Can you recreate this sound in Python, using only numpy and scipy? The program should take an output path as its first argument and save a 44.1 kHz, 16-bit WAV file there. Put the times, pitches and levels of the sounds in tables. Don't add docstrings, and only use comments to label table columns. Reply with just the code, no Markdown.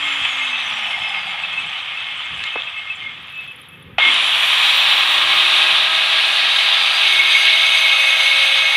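import sys
import numpy as np
from scipy import signal
from scipy.fft import rfft, irfft, next_fast_len
from scipy.io import wavfile

SR = 44100
rng = np.random.default_rng(int(sys.argv[2]) if len(sys.argv) > 2 else 0)


def rack_gain(trim_db):
    fader = np.asarray(trim_db, float)
    return 10 ** (fader / 20)


def log_audio(samples):
    frames = np.atleast_2d(samples).T
    limited = np.clip(frames, -1, 1)
    pcm = np.round(limited * 32767).astype(np.int16)
    wavfile.write(sys.argv[1], SR, pcm)


N = 386316
TIME = np.arange(N) / SR

GEAR_RATIO, BLADES = 3.56, 25
SWITCH_ON_S = 3.982
# (time [s], share [0-1])
CONTACT = [
    (0, 0),
    (6.2, 0.21),
    (6.6, 0.35),
    (7.0, 0.42),
    (7.12, 0.87),
    (8.76, 0.84),
]

# (frequency [Hz], level [dB])
RATTLE_COAST = [(1320, -76), (2250, -6), (2580, -0.5), (2810, -4), (3320, -2), (3770, -16), (4170, -23),
                (5600, -38), (7280, -50), (12300, -120)]
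RATTLE_RUN = [(1320, -57), (2250, -6.5), (2570, -3.5), (3710, -1.5), (3910, -4.5), (4190, -12.5),
              (4940, -24.5), (5090, -27), (5600, -27), (7280, -67), (12300, -120)]
# (frequency [Hz], level [dB])
AIR_COAST = [(2820, -15), (4800, -2), (6390, -5), (6840, -14), (7350, -7), (8500, -11), (9180, -8),
             (12000, -17), (15300, -31)]
AIR_RUN = [(2820, -21), (4800, -0.5), (5240, -28), (5740, -3), (6330, -6.5), (7070, -8.5), (8620, -7),
           (10600, -7), (11300, -11.5), (12600, -20.5), (15300, -20)]
# (frequency [Hz], level [dB])
HOUSING_COAST = [(180, -53), (300, -17), (430, -29.5), (503, -15.5), (792, -4), (1030, -3), (1250, 4),
                 (1380, -2), (1950, 2.5), (2540, -13.5), (4290, -120)]
HOUSING_RUN = [(120, -50), (200, -24.5), (301, -23), (354, -20.5), (413, -22), (633, -8), (910, -5.5),
               (1170, -0.5), (1400, -3.5), (1950, 0), (2540, -39), (4290, -120)]
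# (frequency [Hz], level [dB])
ROOM = [(12, -67), (20, -62), (74, -3.5), (155, -1), (228, -8.5), (262, -7.5), (317, -12.5), (420, -12.5),
        (550, -9.5), (920, -120)]
ROOM_DB = -55

# (frequency [Hz], width [Hz])
DISC_IDLE = [(2150, 46), (2610, 25)]
DISC_SPUN = [(2194, 71), (2544, 31)]
# (frequency [Hz], width [Hz], level against rattle [dB])
HEAD_COAST = [(2355, 230, -11.5), (2770, 400, -17), (3030, 260, -5.5), (3200, 70, -10.5), (3300, 320, -9.5),
              (3434, 240, -9.5), (3633, 390, -9.5)]
# (frequency [Hz], width [Hz], level against rattle [dB])
LOADED_RIDGE = [(3690, 100, -12)]
# (frequency [Hz], width [Hz], level against rattle [dB])
SKIM_MODE = [(4130, 790, -12)]
# (time [s], peak [dB], half length [s])
SKIMS = [(6.5, 0, 0.61)]
# (width [Hz], level against air [dB])
GUARD_COAST_HZ = [6360, 6910, 7180, 7860, 8110, 8950, 9300, 11300]
GUARD_COAST = [(260, -9), (50, -20), (85, -7), (110, -8), (75, -12.5), (120, -12), (380, -11), (180, -38)]
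# (frequency [Hz], width [Hz], level against air [dB])
GUARD_RUN = [(5600, 220, -11), (7380, 540, -11), (9680, 260, -10)]
# (width [Hz], level against air [dB])
STONE_HZ = [4767, 6050, 6228, 6462, 8090, 8452, 9800, 10656, 11856, 12600, 13080, 14500, 15100, 15350]
STONE = [(40, -3), (50, -12), (80, -3), (50, -7), (70, -12), (35, -9.5), (120, -10), (45, -7), (45, -16),
         (45, -26), (50, -22), (70, -18), (60, -26), (45, -26)]
# (frequency [Hz], width [Hz], level against air [dB])
SLAB_MODE = [(4767, 19, 0)]
# (time [s], peak [dB], half length [s])
SLAB_SINGS = [
    (6.62, -2, .12),
    (6.95, 5.5, 0.16),
    (7.38, 4, .13),
]
# (frequency [Hz], width [Hz], level against boom [dB])
HOUSING_MODES = [(809, 81, -13), (1524, 21, -25), (1630, 36, -6.5)]
# (frequency [Hz], width [Hz], level against boom [dB])
FREE_RIDGE = [(1126, 450, -4)]
# (frequency [Hz], width [Hz], level against boom [dB])
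SWEPT_MODE = [(800, 200, -5)]
SWEPT_REACH_HZ = 170
TOP_AIR_HZ = [9650, 13500]
TOP_AIR_S = 0.36

# (time [s], peak [dB])
PINGS = [(0.177, -26), (0.2994, -35), (0.529, -15), (1.005, -25), (1.1445, -17), (1.295, -18), (1.4352, -9),
         (1.5749, -13), (1.9732, -25), (2.419, -18), (2.6697, -16.5), (2.8996, -12), (3.159, -37),
         (3.3357, -25.5), (3.3916, -34), (3.449, -26), (3.51, -27), (3.6882, -32), (3.739, -31),
         (3.7694, -45)]
# (time [s], peak [dB], low edge [Hz], high edge [Hz])
SLAPS = [(2.439, -9, 1300, 4100), (2.4385, -26, 4200, 8000), (2.558, -12.5, 330, 2000),
         (3.983, -5, 554, 3200), (3.984, -10.5, 550, 1020), (2.466, -20, 2800, 3740),
         (2.486, -18, 2800, 3800), (2.505, -21, 2800, 3770), (2.599, -18.5, 2900, 3740),
         (2.62, -13, 2800, 3600), (2.633, -24, 2880, 3800)]
# (time [s], peak [dB])
BUMPS = [(0.211, -35.5), (2.307, -34), (2.349, -34), (3.864, -37), (3.929, -33.5)]
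# (time [s], peak [dB], centre [Hz])
TICKS = [(3.2251, -49, 10800), (3.271, -51, 10700), (3.2954, -48, 10800), (3.3214, -49, 10800),
         (3.3772, -47, 11500), (3.4067, -48, 10600), (3.4765, -43, 10700), (3.5159, -47, 10700),
         (3.5603, -41, 10800), (3.6147, -41, 10800), (3.686, -39, 10900), (3.7344, -50, 10800),
         (3.7973, -54, 12600), (3.8247, -46, 10400)]
# (time [s], level [dB])
BRUSH = [
    (0, -97),
    (3.1, -92),
    (3.3, -68),
    (3.7, -65),
    (3.97, -73),
    (3.99, -101),
]
# (time [s], level [dB])
GAIN_SINK = [(0, 1.5), (3.5, 3.5), (3.9, 11), (4.1, -1), (5.0, 2.5), (6.5, -3.5), (8.76, -9)]

# (time [s], level [dB])
VIGOUR_COAST = [(0, -24), (.45, -25), (1.0, -27.5), (1.6, -29.5), (2.5, -31), (3.0, -36), (3.45, -41),
                (3.93, -56.5)]
VIGOUR_RUN = [(3.99, -19), (4.12, -17), (4.22, -18.5), (4.65, -15.5), (5.1, -16.5), (5.68, -15.5),
              (5.82, -18), (7.2, -16.5), (8.76, -18.5)]
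# (level at vigour -25 dB [dB], share of its swing [dB/dB])
FOLLOW_COAST = [
    (-47.5, 1.31),
    (-29.5, 0.98),
    (-31, 1.3),
    (-31, 1.15),
]
FOLLOW_RUN = [
    (-41.5, 0.59),
    (-30, 0.62),
    (-35, 0.64),
    (-31, 0.59),
]
# (time [s], peak [dB], half length [s])
FLARES_LOW = [(.14, -28, 0.056), (.42, -25, 0.033), (.65, -22, 0.05), (.92, -26, 0.036),
              (1.05, -26.5, 0.025), (1.18, -21.5, 0.033), (2.48, -32, 0.036), (2.82, -31, 0.1),
              (3.06, -29, 0.057), (4.06, -14.5, .06), (4.94, -23, 0.043), (5.36, -22, 0.11),
              (6.6, -22, 0.055), (7.35, -15, .03), (8.45, -22, .3)]
FLARES_HIGH = [(.26, -30, 0.057), (.44, -24, .04), (1.04, -27.5, .03), (1.2, -29.5, .12),
               (1.55, -27.5, 0.1), (2.56, -21, 0.043), (2.79, -26, .04), (3.17, -42, .04),
               (3.43, -31.5, 0.1), (3.75, -42, .04), (4.7, -19, .05), (5.65, -17.5, .05), (6.61, -32, .04),
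               (7.8, -22.5, 0.14), (8.03, -17, 0.11), (8.4, -23.5, 0.22)]
LAST_RATTLE_DB, LAST_AIR_DB, LAST_DISC_DB, LAST_BOOM_DB = -55, -89, -57, -50
AIR_LAG_DB, AIR_LAG_S = 13, 0.09
BOOM_JUMP_DB, BOOM_JUMP_S, BOOM_CUT_DB = 6.5, 0.059, 3
BITE_LOW_DB, BITE_HIGH_DB = 12, -0.5

COAST_HZ, SLOWING_HZ, EASING_HZ = 298, 93, 6.6
FREE_HZ = 658.7
# (initial shortfall [Hz], time constant [s])
SHORTFALLS = [(166.5, .22), (269.2, .75)]
DRAG_S, SAG_HZ, SEATED_S = 6.85, 8.5, 7.57
WHINE_DB, WHINE_LOSS_DB, WHINE_UP_DB = -51, -0.5, -45.5
WHINE_ENDS_S, WHINE_UP_S, WHINE_GONE_S = 1.8, 4.16, 5.46
GRILLE_HZ, GRILLE_LOSS_DB = 4720, 5
ROTOR_DB, ROTOR_LOSS_DB, ROTOR_FULL_DB, ROTOR_LAG_DB = -51, 4, -41.5, 0.02
THROB_HZ, THROB_S, THROB_DEPTH = 2.77, 0.29, 0.65
# (level before the disc seats [dB], level after [dB])
SECOND_DB = (-54.5, -62.5)  # (before [dB], after [dB])
THIRD_DB = (-61, -44.5)  # (before [dB], after [dB])
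LOWERED_S, RAISED_DB, PRESSED_DB = 5.82, 6, 7


def unit(x):
    return x / np.sqrt(np.mean(x ** 2) + 1e-20)


def ramp(start_s, length_s):
    return np.clip((TIME - start_s) / length_s, 0, 1)


def in_time(rows):
    s, *columns = np.transpose(rows)
    return [np.interp(TIME, s, column) for column in columns]


def flicker(rate_hz, depth_db):
    r = np.exp(-32 * np.pi * rate_hz / SR)
    slow = signal.lfilter([1], [1, -2 * r, r * r], rng.standard_normal(N // 16 + 3002))[3000:]
    wander = np.interp(np.arange(N) / 16, np.arange(len(slow)), unit(slow))
    return unit(rack_gain(depth_db * wander))


def flares(rows):
    out = 0
    for s, peak_db, half_s in rows:
        allowed = (TIME > SWITCH_ON_S) | (s < SWITCH_ON_S)
        out = out + rack_gain(peak_db) * np.exp(-((TIME - s) / np.maximum(half_s, 0.01)) ** 2) * allowed
    return out


def coloured(x, spectrum):
    hz, level_db = np.transpose(spectrum)
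    size = next_fast_len(N, True)
    grid = np.maximum(np.fft.rfftfreq(size, 1 / SR), 1)
    gain = rack_gain(np.interp(np.log(grid), np.log(hz), level_db, left=-120, right=-120))
    return unit(irfft(rfft(x, size) * gain, size)[:N])


def resonate(x, hz, width_hz):
    r = np.exp(-np.pi * width_hz / SR)
    poles = [1, -2 * r * np.cos(2 * np.pi * hz / SR), r * r]
    return signal.lfilter([(1 - r * r) / 2, 0, (r * r - 1) / 2], poles, x + 1e-18)


def knocks(per_s, spread_db, hiss):
    sizes = rack_gain(spread_db * np.minimum(rng.exponential(1, N), 5)) * rng.choice([-1, 1], N)
    impacts = unit(sizes * (rng.random(N) < per_s / SR))
    return unit(impacts + hiss * rng.standard_normal(N))


def ringing(modes, blows, burst_hz, burst_db):
    out = 0
    for hz, width_hz, level_db in modes:
        share = np.roll(blows, rng.integers(N)) * flicker(burst_hz, burst_db)
        out = out + rack_gain(level_db) * unit(resonate(resonate(share, hz, width_hz), hz, width_hz))
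    return out


def struck(rows):
    out = np.zeros(N)
    for s, peak_db, shape in rows:
        start = int(s * SR)
        out[start:start + len(shape)] += rack_gain(peak_db) * shape / np.max(np.abs(shape))
    return out


def burst(low_hz, high_hz, t60):
    t = np.arange(SR // 4) / SR
    band = signal.butter(4, [low_hz, min(high_hz, 0.45 * SR)], "band", fs=SR, output="sos")
    noise = rng.standard_normal(len(t)) * rack_gain(-60 * t / t60)
    return signal.sosfilt(band, noise + 7.2 * (t == 0))


def rotor_hz():
    since = np.maximum(TIME - SWITCH_ON_S, 0)
    coasting = COAST_HZ - SLOWING_HZ * TIME + EASING_HZ * TIME ** 2
    shortfall = sum(hz * np.exp(-since / s) for hz, s in SHORTFALLS)
    running = FREE_HZ - shortfall - SAG_HZ * np.maximum(TIME - DRAG_S, 0)
    return np.where(TIME < SWITCH_ON_S, coasting, running)


def levels():
    since = TIME - SWITCH_ON_S
    coast_db, = in_time(VIGOUR_COAST)
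    run_db, = in_time(VIGOUR_RUN)
    vigour_db = coast_db + ramp(SWITCH_ON_S, 0.002) * (run_db - coast_db)
    contact, = in_time(CONTACT)
    followed = []
    for (coast_at, coast_share), (run_at, run_share) in zip(FOLLOW_COAST, FOLLOW_RUN):
        coasting = coast_at + coast_share * (vigour_db + 25)
        running = run_at + run_share * (vigour_db + 25)
        followed.append(np.where(since < 0, coasting, running))
    air_db, boom_db, low_db, high_db = followed

    def after(s):
        return (since >= 0) * np.exp(-np.abs(since) / s)

    air_db -= AIR_LAG_DB * after(AIR_LAG_S)
    air_db += 1.6 * np.log(flicker(7.3, 4.9))
    boom_db += BOOM_JUMP_DB * after(BOOM_JUMP_S) - BOOM_CUT_DB * contact
    low = np.hypot(rack_gain(low_db + BITE_LOW_DB * contact), flares(FLARES_LOW)) * flicker(5.9, 1.4)
    high = np.hypot(rack_gain(high_db + BITE_HIGH_DB * contact), flares(FLARES_HIGH)) * flicker(5.4, 1.2)
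    return vigour_db, air_db, boom_db, low, high


def gear_rattle(loose, driven, contact, speed):
    coast = coloured(loose, RATTLE_COAST) + ringing(HEAD_COAST, loose, 9.6, 3.3)
    run = rack_gain(2.1) * coloured(driven, RATTLE_RUN) * flicker(6.6, 0.88)
    run += contact * ringing(LOADED_RIDGE, driven, 23, 2.5)
    run += flares(SKIMS) * ringing(SKIM_MODE, driven, 15, 1.0)
    return np.sqrt(speed) * run + np.sqrt(1 - speed) * coast


def housing_boom(loose, driven, wind, speed):
    run = coloured(wind + 1.6 * driven, HOUSING_RUN)
    run += speed ** 2 * ringing(HOUSING_MODES, wind, 5.5, 0.78)
    free = np.interp(TIME, [4.4, 4.9, 5.7, 6.1], [0.48, 0.84, 1, 0.11])
    run += free * ringing(FREE_RIDGE, driven, 3.8, 2.7)
    nearness = np.exp(-((4 * rotor_hz() - SWEPT_MODE[0][0]) / SWEPT_REACH_HZ) ** 2)
    coast = coloured(wind + 0.99 * loose, HOUSING_COAST) + nearness * ringing(SWEPT_MODE, loose, 13, 1.9)
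    return np.where(TIME >= SWITCH_ON_S, run, coast)


def fan_air(loose, driven, wind, contact):
    sparse = knocks(200, 4.1, 0.48)
    guard = np.column_stack([GUARD_COAST_HZ, GUARD_COAST])
    coast = coloured(wind + 0.27 * loose, AIR_COAST) + ringing(guard, sparse + 0.75 * wind, 25, 5.0)
    hiss = coloured(wind + 0.14 * driven, AIR_RUN)
    top_band = signal.butter(3, TOP_AIR_HZ, "band", fs=SR, output="sos")
    top = signal.sosfiltfilt(top_band, hiss)
    hiss = hiss - top * np.minimum(1 - ramp(SWITCH_ON_S, TOP_AIR_S), 0.65)
    pull = np.interp(TIME, [4.0, 4.9, 5.3], [1.1, 1.1, 0.45])
    run = rack_gain(-0.5 - 0.33 * contact) * hiss + pull * ringing(GUARD_RUN, wind, 8.2, 1.4)
    run += contact * ringing(np.column_stack([STONE_HZ, STONE]), wind, 14, 1.2)
    run += flares(SLAB_SINGS) * ringing(SLAB_MODE, wind, 11, 0.85)
    return np.where(TIME >= SWITCH_ON_S, run, coast)


def disc_modes(low, high, loose, wind, contact):
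    out = 0
    for gain, (idle_hz, idle_width), (spun_hz, spun_width) in zip((low, high), DISC_IDLE, DISC_SPUN):
        idle = ringing([(idle_hz, idle_width, -1.2)], loose, 11, 0.61)
        spun = ringing([(spun_hz, spun_width, -1.2)], wind, 3.5, 0.57) * (0.52 + 0.87 * contact)
        out = out + np.hypot(gain, rack_gain(LAST_DISC_DB)) * np.where(TIME >= 4.2, spun, idle)
    return out


def grinder():
    rattle_db, air_db, boom_db, low, high = levels()
    contact, = in_time(CONTACT)
    speed = ramp(SWITCH_ON_S, 0.91)
    loose = knocks(900, 2.4, 0.93) * flicker(38, 1.43)
    driven = knocks(1800, 0.98, 1.57) * flicker(26, 0.49)
    wind = rng.standard_normal(N)
    rattle = np.hypot(rack_gain(rattle_db), rack_gain(LAST_RATTLE_DB)) * gear_rattle(loose, driven, contact, speed)
    boom = np.hypot(rack_gain(boom_db), rack_gain(LAST_BOOM_DB)) * housing_boom(loose, driven, wind, speed)
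    air = np.hypot(rack_gain(air_db), rack_gain(LAST_AIR_DB)) * fan_air(loose, driven, wind, contact)
    return rattle + boom + air + disc_modes(low, high, loose, wind, contact)


def order_line(order, rate_hz, depth_db):
    turns = np.cumsum(rotor_hz()) / SR
    return np.sqrt(2) * flicker(rate_hz, depth_db) * np.sin(2 * np.pi * order * turns)


def blade_whine():
    below_grille = np.clip((GRILLE_HZ - BLADES * rotor_hz()) / 80, 0, 1)
    coast = rack_gain(WHINE_DB - WHINE_LOSS_DB * TIME - GRILLE_LOSS_DB * below_grille)
    coast = coast * (1 - ramp(WHINE_ENDS_S - 0.2, 0.2))
    rising = ramp(WHINE_UP_S, 0.07) * (1 - ramp(WHINE_GONE_S - 0.028, 0.028))
    whine = (coast + rack_gain(WHINE_UP_DB) * rising) * order_line(BLADES, 16, 3.0)
    return whine + rack_gain(-10) * coast * order_line(BLADES - 1, 4, 4.0)


def rotor_unbalance():
    throb = 1 - THROB_DEPTH * np.cos(np.pi * THROB_HZ * (TIME - THROB_S)) ** 4
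    coast = rack_gain(ROTOR_DB - ROTOR_LOSS_DB * TIME) * (1 - ramp(WHINE_ENDS_S - 0.2, 0.2)) * throb * 1.27
    run_db = ROTOR_FULL_DB - ROTOR_LAG_DB * (FREE_HZ - rotor_hz())
    single = (coast + rack_gain(run_db) * ramp(4.4, 0.5)) * order_line(1, 0.68, 1.7)
    return single + rack_gain(run_db + 5.5) * ramp(4.8, 0.39) * order_line(2, 7.8, 3.4)


def spindle_wobble():
    seated = ramp(SEATED_S - 0.0415, 0.083)
    second_db, third_db = [a + seated * (b - a) for a, b in (SECOND_DB, THIRD_DB)]
    second_db += RAISED_DB * (1 - ramp(LOWERED_S - 0.064, 0.064))
    second_db += PRESSED_DB * in_time(CONTACT)[0]
    wobble = rack_gain(-62.5) * order_line(1 / GEAR_RATIO, 3.6, 1.0)
    wobble += rack_gain(second_db) * order_line(2 / GEAR_RATIO, 1.0, 0.86)
    wobble += rack_gain(third_db) * order_line(3 / GEAR_RATIO, 1.3, 2.3)
    return ramp(4.8, 0.39) * wobble


def room_floor():
    rumble = rack_gain(ROOM_DB + in_time(GAIN_SINK)[0]) * coloured(rng.standard_normal(N), ROOM) * flicker(4, 2.2)
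    bright = resonate(resonate(rng.standard_normal(N), 14000, 5000), 14000, 5000)
    bright = unit(bright) * flicker(25, 2.5)
    return rumble + rack_gain(-76) * rng.standard_normal(N) + rack_gain(-75) * bright


def pings():
    t = np.arange(SR // 12) / SR
    envelope = (1 - np.exp(-t / 0.0017)) * np.exp(-t / 0.017)
    shape = envelope * np.sin(2 * np.pi * DISC_IDLE[1][0] * t)
    return struck([(s, peak_db - 5.5, shape) for s, peak_db in PINGS])


def handling():
    bumps = [(s, peak_db - 1.5, burst(60, 193, 0.13)) for s, peak_db in BUMPS]
    slaps = [(s, peak_db, burst(low_hz, high_hz, 0.024)) for s, peak_db, low_hz, high_hz in SLAPS]
    slab_tail = (2.56, -25, burst(510, 2200, 0.49))
    kick = (4.05, -33, burst(216, 400, 1.0))
    return struck(bumps + slaps + [slab_tail, kick])


def brushes():
    ticks = struck([(s, peak_db - 0.5, burst(hz * 0.94, hz * 1.044, 0.04)) for s, peak_db, hz in TICKS])
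    ticks += struck([(s, peak_db - 10, burst(9500, 14800, 0.02)) for s, peak_db, hz in TICKS])
    hiss = resonate(resonate(rng.standard_normal(N), 12200, 2500), 10800, 3000)
    return ticks + rack_gain(in_time(BRUSH)[0]) * unit(hiss) * flicker(30, 2.3)


def scene():
    tones = blade_whine() + rotor_unbalance() + spindle_wobble()
    return (grinder() + tones + room_floor() + pings() + handling() + brushes())[None]


def low_pass(x):
    return signal.sosfilt(signal.butter(12, 15420, fs=SR, output="sos"), x)


def record(dry):
    limited = dry / (1 + (dry / 0.95) ** 6) ** (1 / 6)
    return low_pass(limited)


dry = scene()
out = record(dry)
log_audio(out)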